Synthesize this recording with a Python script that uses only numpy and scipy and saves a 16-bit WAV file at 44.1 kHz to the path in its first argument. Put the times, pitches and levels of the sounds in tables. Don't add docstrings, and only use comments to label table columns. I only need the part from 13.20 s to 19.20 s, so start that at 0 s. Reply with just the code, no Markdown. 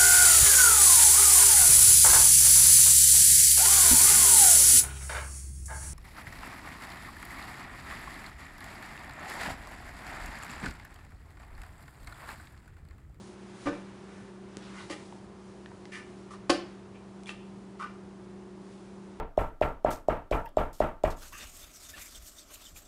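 import sys
import numpy as np
from scipy import signal
from scipy.fft import rfft, irfft
from scipy.io import wavfile
from scipy.ndimage import uniform_filter1d

SR = 44100
rng = np.random.default_rng(int(sys.argv[2]) if len(sys.argv) > 2 else 0)


def store_wav(level_fs):
    pcm = np.round(np.clip(np.atleast_2d(level_fs), -1, 1) * 32767)
    wavfile.write(sys.argv[1], SR, pcm.T.astype(np.int16))


N = 264600


def undb(db):
    return 10 ** (np.asarray(db) / 20)


def level(x, db):
    return x * undb(db) / np.sqrt(np.mean(x ** 2))


def band(x, hz, width_hz):
    b, a = signal.iirpeak(min(hz, 0.4 * SR), hz / width_hz, fs=SR)
    return signal.lfilter(b, a, x)


def double_band(x, hz, width_hz):
    return band(band(x, hz, width_hz), hz, 2 * width_hz)


def add(out, start_s, piece):
    i = int(start_s * SR)
    out[i:i + len(piece)] += piece[:N - i]


def walk(rate_hz):
    hold = int(SR / rate_hz)
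    steps = np.repeat(rng.standard_normal(N // hold + 1), hold)
    return 0.91 * uniform_filter1d(uniform_filter1d(steps, hold), hold)[:N]


def fur():
    # time_s, hiss_db
    hair_levels = [(0.0, -59.5), (.08, -60), (.17, -67.5), (.33, -65), (.45, -55.5), (.62, -69.5),
                   (.75, -69.5), (1.0, -65), (1.3, -71.5), (1.62, -59.5), (1.85, -60.5), (2.1, -70),
                   (2.28, -65.5), (2.45, -67), (3.0, -65), (3.25, -72.5), (4.0, -68), (5.35, -70),
                   (5.52, -64), (5.7, -67), (6.0, -69)]
    # time_s, rub_db
    body_levels = [(0.0, -64.5), (.45, -56), (1.0, -61.5), (1.2, -64.5), (1.5, -53), (1.85, -66),
                   (3.3, -64), (3.5, -59), (3.7, -66), (6.0, -66)]
    hair_hz, hair_width_hz = 3980, 5800
    body_hz, body_width_hz = 1290, 1140
    t = np.arange(N) / SR
    grain_db = 1.5 * rng.exponential(size=N) + 0.3 * walk(20)
    hair, body = rng.standard_normal((2, N)) * undb(grain_db)
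    hiss = level(band(hair, hair_hz, hair_width_hz), 0)
    rub = level(band(body, body_hz, body_width_hz), 0)
    hiss = hiss * undb(np.interp(t, *np.transpose(hair_levels)))
    return hiss + rub * undb(np.interp(t, *np.transpose(body_levels)))


def hum():
    # pitch_hz, width_hz, level_db
    lines = [(60.7, 12, -67), (102, 6, -78), (122.6, 9.8, -62), (195, 2.6, -50), (361.3, 1.2, -56),
             (393.7, 19, -59)]
    t, out = np.arange(N) / SR, 0
    for hz, width_hz, db in lines:
        noise = rng.standard_normal(N)
        waver = level(double_band(noise, hz, 2 * width_hz), 0)
        tone = np.sin(2 * np.pi * hz * t + rng.uniform(0, 2 * np.pi))
        out = out + level(tone + 0.2 * waver, db)
    return out


def room_noise():
    # freq_hz, density_db (per Hz)
    spectrum = [(12, -44.5), (20, -23), (106, -4.5), (146, -11), (170, -1), (194, -6.5), (221, -1),
                (246, -11), (311, -2.5), (363, -5), (485, -11), (981, -14), (2650, -34), (8810, -56.5),
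                (10300, -63), (13400, -66), (22000, -120)]
    rms_db, swell_db, swell_rate_hz = -52, 0.23, 0.7
    hz, db = np.transpose(spectrum)
    log_freq = np.log(np.fft.rfftfreq(N, 1 / SR) + 1)
    colour = undb(np.interp(log_freq, np.log(hz), db))
    noise = irfft(rfft(rng.standard_normal(N)) * colour, N)
    return level(noise, rms_db) * undb(swell_db * walk(swell_rate_hz))


def house(centre, aside):
    # pitch_hz, gain_db, t60_s
    modes = [(294, -5, 0.16), (345, -2.5, 0.19), (477.6, -10, 0.066), (576.4, -3.5, 0.11),
             (735.6, -14.5, 0.19), (820, -9.5, 0.097), (1097, -14, 0.1), (1104, -20.5, 0.019),
             (1200, -7, 0.068), (1344, -19.5, 0.17), (1520, -9, 0.055), (1757, -13.5, 0.15),
             (1854, -21, 0.081), (2335, -4.5, 0.065), (2700, -18, 0.033), (3530, -27, 0.036)]
    out = 0
    for k, (hz, db, t60_s) in enumerate(modes):
        pole = np.exp(2j * np.pi * hz / SR - np.log(1000) / (t60_s * SR))
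        push = -aside if k % 2 else centre
        out = out + undb(db) * signal.lfilter([1], [1, -pole], push).imag
    return out


def skids():
    # start_s, length_ms, scrape_db (rms over the skid), scrape_hz, scrape_width_hz,
    # edge_db (rms over the skid), hiss_db (noise peak before its filter)
    strokes = [(0.456, 43, -45, 1480, 1900, -56, -51), (.52, 50, -51, 900, 985, -76, -78),
               (0.859, 240, -63, 1550, 600, -77, -61), (1.419, 68, -60.5, 3680, 2000, -81, -72),
               (1.54, 110, -52.5, 1330, 700, -56, -50), (1.59, 55, -59.5, 3870, 900, -66, -62),
               (1.697, 51, -51, 990, 1800, -46.5, -38), (2.717, 90, -51.5, 2160, 410, -48, -44),
               (3.104, 60, -51.5, 1200, 148, -59.5, -48), (3.2949, 19.6, -30, 1760, 2600, -38, -22.5),
               (3.743, 38, -63, 2260, 900, -86, -85), (4.065, 52, -52.5, 2340, 600, -77, -43.5),
               (4.088, 41, -53, 2800, 1290, -52.5, -47.5), (4.127, 190, -71, 2700, 900, -78, -79),
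               (4.593, 34, -42, 1230, 190, -51.5, -48), (4.619, 14, -39, 1223, 190, -50, -48.5),
               (4.633, 19, -42, 1250, 190, -51, -49), (4.655, 35, -59, 1250, 260, -54.5, -66)]
    # pitch_hz, width_hz, relative_db
    edge_modes = [(1250, 62, 13.5), (1915, 340, 12), (2720, 300, 5), (4430, 1160, -5.5)]
    slips_per_s, to_walls_db = 2500, -37
    hiss_hz, hiss_width_hz = 2700, 7200
    ring, hiss, t = np.zeros(N), np.zeros(N), np.arange(SR // 4) / SR
    for s, ms, scrape_db, hz, width_hz, edge_db, hiss_db in strokes:
        progress = np.clip(t * 1000 / ms, 0, 1)
        stroke = np.sin(np.pi * progress ** 0.6) ** 0.62
        chance, size, noise = rng.random((3, len(t)))
        slips = stroke * (chance < slips_per_s / SR) * (2 * size - 1)
        scrape = double_band(slips, hz, width_hz)
        edge = sum(undb(g) * double_band(slips, f, w) for f, w, g in edge_modes)
        share = ms / 1000 * SR / len(t)
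        add(ring, s, (level(scrape, scrape_db) + level(edge, edge_db)) * share ** 0.5)
        add(hiss, s, undb(hiss_db) * stroke * (2 * noise - 1))
    return undb(to_walls_db) * house(ring, ring) + ring + band(hiss, hiss_hz, hiss_width_hz)


def blows():
    # start_s, push_db (impulse area), contact_ms, off_centre (0-1),
    # crack_db (before decay and filter)
    hits = [(0.4578, -27.5, 0.68, 0.2, -63), (0.4611, -29, 0.6, 0.2, -58), (0.4687, -21, 0.45, 0.55, -67),
            (0.479, -25, 0.88, 0.33, -62), (0.4856, -25, 0.47, 0.16, -68), (1.699, -30.5, 0.65, 0.62, -35),
            (1.712, -38, 0.22, 0.6, -30), (3.2955, -13, 0.52, 0.67, -31), (3.3032, -24.5, 0.41, 0.74, -9),
            (3.31, -30, 0.92, 0, -47), (4.098, -40, 1.4, 0.36, -63)]
    crack_hz, crack_width_hz, crack_decay_ms = 4600, 3500, 0.5
    centre, aside, crack = np.zeros((3, N))
    t = np.arange(1024) / SR
    burst = np.sin(2 * np.pi * crack_hz * t) * np.exp(-t * 1000 / crack_decay_ms)
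    for s, db, contact_ms, off_centre, crack_db in hits:
        shape = np.sin(np.pi * np.clip(t * 1000 / contact_ms, 0, 1))
        push = undb(db) * shape / shape.sum()
        add(centre, s, push)
        add(aside, s, off_centre * push)
        add(crack, s, undb(crack_db) * burst)
    return house(centre, aside) + double_band(crack, crack_hz, crack_width_hz)


def claws():
    # start_s, ring_db (before rise and decay), ring_hz, snap_db (peak), snap_top_hz
    ticks = [(1.37, -24, 366, -24, 9000), (1.925, -31, 900, -41, 3460), (2.46, -36, 1800, -37.5, 3800),
             (2.517, -36, 940, -46, 2000), (2.655, -41, 2080, -36.5, 5500), (4.035, -56, 5800, -43, 10000),
             (4.059, -36.5, 3420, -43, 9000), (4.093, -24, 2660, -30, 3750)]
    t60_ms, rise_ms = 14.7, 0.9
    snap_from = 0.22
    out, t = np.zeros(N), np.arange(2048) / SR
    envelope = undb(-60000 * t / t60_ms) * (1 - np.exp(-t * 1000 / rise_ms))
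    for s, db, hz, snap_db, top_hz in ticks:
        sos = signal.butter(5, [snap_from * hz, top_hz], "bandpass", fs=SR, output="sos")
        snap = signal.sosfilt(sos, t == 0)
        ring = np.sin(2 * np.pi * hz * t) * envelope
        add(out, s, undb(db) * ring + undb(snap_db) * snap / snap.max())
    return out


def walls(x):
    low_t60_s, high_t60_s, split_hz, build_s = 0.35, 0.25, 6000, 0.0058
    t = np.arange(SR // 2) / SR
    noise = rng.standard_normal(len(t))
    low = signal.sosfilt(signal.butter(2, split_hz, fs=SR, output="sos"), noise)
    tail = low * undb(-60 * t / low_t60_s) + (noise - low) * undb(-60 * t / high_t60_s)
    tail = tail * (1 - np.exp(-(t / build_s) ** 2))
    return signal.fftconvolve(x, tail / np.sqrt(np.sum(tail ** 2)))[:N]


def scene():
    wet_db, claw_send_db = -5.5, -4
    knocks, ticks = blows() + skids(), claws()
    echo = walls(knocks + undb(claw_send_db) * ticks)
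    background = fur() + hum() + room_noise()
    return (knocks + ticks + undb(wet_db) * echo + background)[None]


def record(dry):
    top_hz = 10450
    return signal.sosfilt(signal.ellip(12, 0.2, 75, top_hz, fs=SR, output="sos"), dry)


dry = scene()
out = record(dry)
store_wav(out)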